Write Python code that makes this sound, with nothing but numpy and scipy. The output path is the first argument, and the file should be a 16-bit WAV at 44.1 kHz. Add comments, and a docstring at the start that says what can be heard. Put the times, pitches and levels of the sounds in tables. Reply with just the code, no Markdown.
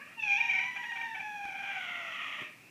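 """A cat's yowl, aimed at another cat that stays silent, from a window sill in a small bare room.
Two sets of harmonics make the voice: it keeps breaking to a lower register, where the third harmonic
meets the mouth resonance and mostly blares; then the pitch sinks and pulsed noise frays the tone to a rasp.
Thin, airy whines rise before it, a faint wheeze of air noise follows; noise makes a few ticks and a soft bump.
Narrow resonances colour the cat, a short noise tail is the room, and steady noise is the room tone."""
import sys
import numpy as np
from scipy import signal
from scipy.fft import rfft, irfft, next_fast_len
from scipy.io import wavfile
from scipy.ndimage import map_coordinates

SR = 44100
rng = np.random.default_rng(int(sys.argv[2]) if len(sys.argv) > 2 else 0)


def put_to_file(sound):
    """Save the sound as 16-bit audio at rate SR, in the file named by the first command-line argument."""
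    columns = np.atleast_2d(sound).T  # one column per channel
    safe = np.clip(columns, -1, 1)
    whole_steps = np.round(safe * 32767)
    wavfile.write(sys.argv[1], SR, whole_steps.astype(np.int16))


N = 119070

# Steady room tone: colour_hz, gain_db
ROOM_TONE_COLOUR = [(25, -35), (45, -23), (80, -16.5), (110, 1), (160, 1), (240, 2.5), (330, -2),
                    (500, -8.5), (1000, -10.5), (2500, -14), (4500, -15), (8000, -18.5), (12000, -21),
                    (15000, -23)]
ROOM_TONE_DB = -60.5
# How fast the room dies away: band_hz, t60_s
ROOM_DECAY = [(200, 0.21), (2000, 0.53), (8000, 0.2)]
ROOM_DB, WALL_BUILDUP_S = -7.5, .004  # tail against direct sound; fade-in of the tail
# Narrow resonances of the window recess: centre_hz, peak_db
RECESS_MODES = [(788, -8), (842, -7), (925, -4), (967, -7), (1178, -3), (1374, -5), (1522, -6), (1852, -3),
                (1906, -1), (2157, -4), (2201, -1), (2321, 1), (2398, -3), (2458, 1), (2529, 0), (2620, -4),
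                (2677, -3), (2800, -3)]
RECESS_WIDTH_HZ = 8.6

# Claws on the sill: start_s, level_db
TICKS = [(1.0, -50), (1.453, -38), (1.487, -42)]
# Colour of the ticks: colour_hz, gain_db
TICK_COLOUR = [(30, -25), (100, -3), (300, 21), (4000, 8), (14000, -15.5)]
TICK_T60_S = .009
# Colour of the soft bump on the sill: colour_hz, gain_db
BUMP_COLOUR = [(30, -40), (70, -23), (110, -5), (150, -4.5), (230, -7.5), (400, -12), (900, -40.5)]
BUMP_S, BUMP_DB, BUMP_WIDTH_S = 2.423, -48, .012  # peak time, level, rise and fall constant

# Faint wheezes, the last one only air: start_s, end_s, first_pitch_hz, last_pitch_hz, tone_db, air_db
WHEEZES = [(-.03, .04, 510, 587, -50, -57), (.04, 0.151, 568, 676, -57, -56),
           (2.556, 2.753, 590, 650, -94, -61.5)]
# Colour of the wheezes' air: colour_hz, gain_db
WHEEZE_AIR_COLOUR = [(600, -13.5), (1500, -5), (2100, -3), (2500, 10.5), (2800, 4), (3050, -24.5),
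                     (5000, -48)]
# Resonances on the wheezes' tone: colour_hz, gain_db
WHEEZE_TONE_COLOUR = [(550, -7.5), (1200, -1.5), (1700, 6), (2300, -1.5), (2800, -6), (3300, -9.5),
                      (6000, -27)]

# Pitch of the yowl's high register: time_s, pitch_hz
YOWL_PITCH = [(.16, 947), (.21, 886.5), (.25, 847), (.29, 807.7), (.365, 803), (.385, 929.2), (.58, 944.5),
              (.67, 977.3), (.75, 985.5), (.88, 950.6), (.95, 926), (1.06, 923), (1.13, 889.7),
              (1.24, 849.6), (1.36, 826.3), (1.5, 789.3), (1.58, 783.6), (1.645, 801.7), (1.75, 777),
              (1.87, 718), (2.0, 688), (2.15, 636.3), (2.43, 613)]
# Drive of the yowl's harmonics: time_s, fundamental_db, second_db, third_db, top_db
YOWL_EFFORT = [(.15, -92, -97, -72, -82), (.18, -50, -57, -37.5, -60), (.2, -60, -54, -30, -41.5),
               (.214, -64.5, -52, -41, -34.5), (.238, -44, -56, -23, -31.5), (.26, -47.5, -51, -33.5, -33),
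               (.315, -43.5, -48, -25, -26.5), (.37, -48.5, -48.5, -25.5, -29),
               (.39, -45.5, -46.5, -35, -32), (.56, -46, -39.5, -38.5, -30.5),
               (.66, -46.5, -43, -38.5, -33.5), (.73, -48.5, -41.5, -43.5, -37.5),
               (.9, -48.5, -41, -42, -38.5), (1.05, -47.5, -44, -44.5, -38), (1.1, -50, -43, -48, -42),
               (1.22, -45, -44.5, -43, -40), (1.4, -44, -52.5, -46, -41.5),
               (1.55, -46.5, -48, -43.5, -39.5), (1.75, -46, -46, -45, -40),
               (1.86, -54.5, -48.5, -56, -43.5), (2.08, -53.5, -48.5, -54, -41),
               (2.25, -74, -48.5, -51, -43), (2.44, -63.5, -53, -40, -44), (2.5, -67, -75, -48, -52),
               (2.55, -100, -95, -90, -101)]
# Roughness of the vocal folds: time_s, pitch_jitter_share, flutter_share, rasp_db
FOLD_ROUGHNESS = [(.15, 0.0083, .1, -91), (.24, 0.023, 0.25, -67.5), (.31, 0.01864, 0.37, -62),
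                  (.6, 0.02, 0.33, -59.5), (.71, 0.01127, 0.31, -54), (1.0, 0.01412, 0.31, -60),
                  (1.3, 0.0075, 0.21, -67), (1.45, 0.019, 0.53, -71), (1.57, 0.033, 0.48, -58),
                  (1.66, 0.0327, 0.69, -47.5), (1.8, 0.0376, 0.6, -43.5), (2.05, 0.039, 0.77, -46.5),
                  (2.22, 0.043, 0.93, -43), (2.42, 0.051, .9, -43), (2.48, 0.056, 0.97, -74)]
# Voice breaks: middle_s, length_s, pitch_drop_share, third_harmonic_push_db
VOICE_BREAKS = [(.409, .022, .14, 8), (.456, .016, .145, 6), (.505, .028, .17, 8), (.549, .026, .175, 11),
                (.595, .024, .19, 9), (.642, .014, .19, 7), (.77, .022, .18, 6), (.843, .018, .12, 2),
                (.922, .012, .12, -1), (.968, .024, .16, 4), (1.02, .02, .16, 6), (1.155, .018, .14, 2),
                (1.205, .018, .09, 4)]
# Throat and mouth on the third and higher harmonics: resonance_hz, gain_db
THROAT = [(1750, -34), (1900, 4), (2150, 11), (2330, 1), (2520, -4.5), (2780, -8.5), (3300, -21),
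          (3600, -19), (4000, -32), (4900, -38), (5400, -32.5), (5750, -28), (6100, -32), (6600, -32),
          (7600, -57.5), (12000, -69.5)]
# Colour of the rasp: colour_hz, gain_db
RASP_COLOUR = [(300, -44), (650, -12), (950, -13), (1150, -8.5), (1400, -6), (1650, -35.5), (1900, 3),
               (2500, -4), (2850, -1.5), (3350, -4), (3700, -21.5), (4200, -30), (5200, -33), (5750, -30),
               (6200, -30.5), (7000, -27), (9000, -71)]
# Air in the mouth's upper resonances: colour_hz, gain_db
HISS_COLOUR = [(3000, -25), (5300, -16.5), (5780, 14), (6100, -13), (6500, -12), (7000, -12.5),
               (8000, -29.5)]
HISS_DB = -33.5  # against the top harmonics' drive
# Knots a second of the random pitch and fuzz curves; slow waver as a share of pitch
JITTER_PER_S, FLUTTER_PER_S, WAVER_PER_S, WAVER = 600, 330, 70, 0.00623
SHIMMER_DB, SHIMMER_PER_S = 1, 250
BASE_FLUTTER_POWER = 4.4  # the fundamental only flutters when the voice is very rough
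TOP_FLUTTER = 1.9  # the top harmonics are always fuzzier
LOW_BASE_DB, LOW_SECOND_DB = -2, -6.5  # low register against the high one
DUCK_DB = -9  # dip of the high register in a break
BREAK_JITTER, BREAK_RASP_DB = 0.0122, 9.5  # extra roughness: low register's jitter, rasp in a break
RASP_PULSING = 0.97  # depth of the once-a-cycle gating
RASP_GRAIN_DB, RASP_GRAIN_PER_S = 1.5, 180  # the rasp comes in coarse, uneven puffs
TOP_HZ = 15320  # the microphone's band limit


def amp(db):
    """Decibels to gain."""
    return 10 ** (np.asarray(db) / 20)


def unit(x):
    """Scale to rms 1."""
    return x / np.sqrt(np.mean(x ** 2) + 1e-20)


def along(points, hz):
    """Read (Hz, value) points on a log frequency axis."""
    f, v = np.transpose(points)
    return np.interp(np.log(np.abs(hz) + 1), np.log(f + 1), v)


def clock():
    """The time of every sample in seconds."""
    return np.arange(N) / SR


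def curves(rows):
    """Draw one automation curve for each column after the time."""
    s, *columns = np.transpose(rows)
    return [np.interp(clock(), s, column) for column in columns]


def wobble(rate):
    """A smooth random curve with rate knots a second."""
    return map_coordinates(rng.standard_normal(N // 8), [clock() * rate], mode="wrap")


def filtered(x, response):
    """Shape x by a response of frequency."""
    m = next_fast_len(N + SR // 2)
    return irfft(rfft(x, m) * response(np.fft.rfftfreq(m, 1 / SR)), m)[:N]


def noise(colour, gate=1):
    """Gate white noise, then colour it and scale it to rms 1."""
    return unit(filtered(gate * rng.standard_normal(N), lambda hz: amp(along(colour, hz))))


def window(middle, length):
    """A flat-topped window with soft edges, at half gain length apart."""
    return 1 / (1 + np.abs(2 * (clock() - middle) / length) ** 6)


def room_tone():
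    """The quiet, steady noise bed of the room."""
    return amp(ROOM_TONE_DB) * noise(ROOM_TONE_COLOUR)


def room(x):
    """The direct sound plus the walls' answer, each frequency dying at its own speed."""
    hz, t, grains = signal.stft(rng.standard_normal(SR // 2), SR, nperseg=256)
    decay = amp(-60 * t / along(ROOM_DECAY, hz)[:, None])
    tail = signal.istft(grains * decay, SR, nperseg=256)[1]
    tail = tail * np.clip(np.arange(len(tail)) / SR / WALL_BUILDUP_S, 0, 1)
    wet = signal.fftconvolve(x, tail / np.linalg.norm(tail))[:N]
    return (x + amp(ROOM_DB) * wet) / np.hypot(1, amp(ROOM_DB))


def recess(x):
    """The window recess rings at narrow resonances on top of the direct sound."""
    def response(f):
        total = 1  # the direct sound
        for centre_hz, peak_db in RECESS_MODES:
            damping = 1j * f * RECESS_WIDTH_HZ
            total = total + amp(peak_db) * damping / (centre_hz ** 2 - f * f + damping)
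        return total
    return filtered(x, response)


def paws():
    """Dry, sharply decaying ticks and a dull noise bump as the cat shifts its weight."""
    t = clock()
    ticks = sum((t >= s) * amp(db - 60 * np.abs(t - s) / TICK_T60_S) for s, db in TICKS)
    swell = amp(BUMP_DB) * np.exp(-np.abs(t - BUMP_S) / BUMP_WIDTH_S)
    # a gentle low cut, around 90 Hz
    bump = filtered(swell * noise(BUMP_COLOUR), lambda hz: 1 - np.exp(-(hz / 90) ** 2))
    return ticks * noise(TICK_COLOUR) + bump


def partial(phase, flutter):
    """One harmonic of about rms 1; random flutter spreads it into a fuzzy band."""
    shiver = flutter * (wobble(FLUTTER_PER_S) + 1j * wobble(FLUTTER_PER_S)) / np.sqrt(2)
    return np.sqrt(2) * np.imag((1 + shiver) * np.exp(1j * phase)) / np.hypot(1, flutter)


def harmonics(phase, pitch, flutter, colour, order, count):
    """Stack count harmonics from order up, each weighted by the resonance it passes through."""
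    total = 0
    for k in range(order, order + count):
        total = total + amp(along(colour, k * pitch)) * partial(k * phase, flutter)
    return total


def wheezes(jitter=0.013, flutter=0.93):
    """Thin, airy, rising whines of fuzzy harmonics before the yowl; after it only a faint wheeze of air noise."""
    out = np.zeros(N)
    for start, end, first_hz, last_hz, tone_db, air_db in WHEEZES:
        pitch = np.interp(clock(), [start, end], [first_hz, last_hz])
        phase = 2 * np.pi * np.cumsum(pitch * (1 + jitter * wobble(JITTER_PER_S))) / SR
        tone = unit(harmonics(phase, pitch, flutter, WHEEZE_TONE_COLOUR, order=1, count=5))
        breath = amp(tone_db) * tone + amp(air_db) * noise(WHEEZE_AIR_COLOUR)
        out += window((start + end) / 2, end - start) * breath
    return out


def register(pitch, jitter, flutter, base_db, second_db, third_db, top_db):
    """One mode of the vocal folds, with unsteady pitch and level: its tone and its phase."""
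    unsteady = 1 + WAVER * wobble(WAVER_PER_S) + jitter * wobble(JITTER_PER_S)
    phase = 2 * np.pi * np.cumsum(pitch * unsteady) / SR
    tone = amp(base_db) * partial(phase, np.abs(flutter) ** BASE_FLUTTER_POWER)
    tone += amp(second_db) * partial(2 * phase, flutter)
    tone += amp(third_db) * harmonics(phase, pitch, flutter, THROAT, order=3, count=1)
    tone += amp(top_db) * harmonics(phase, pitch, flutter + TOP_FLUTTER, THROAT, order=4, count=10)
    return tone * amp(SHIMMER_DB * wobble(SHIMMER_PER_S)), phase


def yowl():
    """The high register holds on while a lower one bursts in at each break; air rasps through once a cycle."""
    (pitch,) = curves(YOWL_PITCH)
    base_db, second_db, third_db, top_db = curves(YOWL_EFFORT)
    jitter, flutter, rasp_db = curves(FOLD_ROUGHNESS)
    _, drop, push_db = curves(VOICE_BREAKS)
    broken = sum(window(middle, length) for middle, length, _, _ in VOICE_BREAKS)

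    high, phase = register(pitch, jitter, flutter, base_db, second_db, third_db, top_db)
    low, _ = register(pitch * (1 - drop), jitter + BREAK_JITTER, flutter,
                      base_db + LOW_BASE_DB, second_db + LOW_SECOND_DB, third_db + push_db, top_db)

    puffs_db = rasp_db + BREAK_RASP_DB * broken + RASP_GRAIN_DB * wobble(RASP_GRAIN_PER_S)
    rasp = amp(puffs_db) * noise(RASP_COLOUR, 1 + RASP_PULSING * np.cos(phase))
    hiss = amp(top_db + HISS_DB) * noise(HISS_COLOUR)
    return amp(DUCK_DB * broken) * high + broken * low + rasp + hiss


def scene():
    """The cat in the window recess of the room, over a quiet room tone."""
    cat = yowl() + wheezes() + paws()
    return (room(recess(cat)) + room_tone())[None]


def record(dry):
    """The microphone keeps nothing above its band limit."""
    return filtered(dry[0], lambda hz: hz < TOP_HZ)[None]


dry = scene()
out = record(dry)
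put_to_file(out)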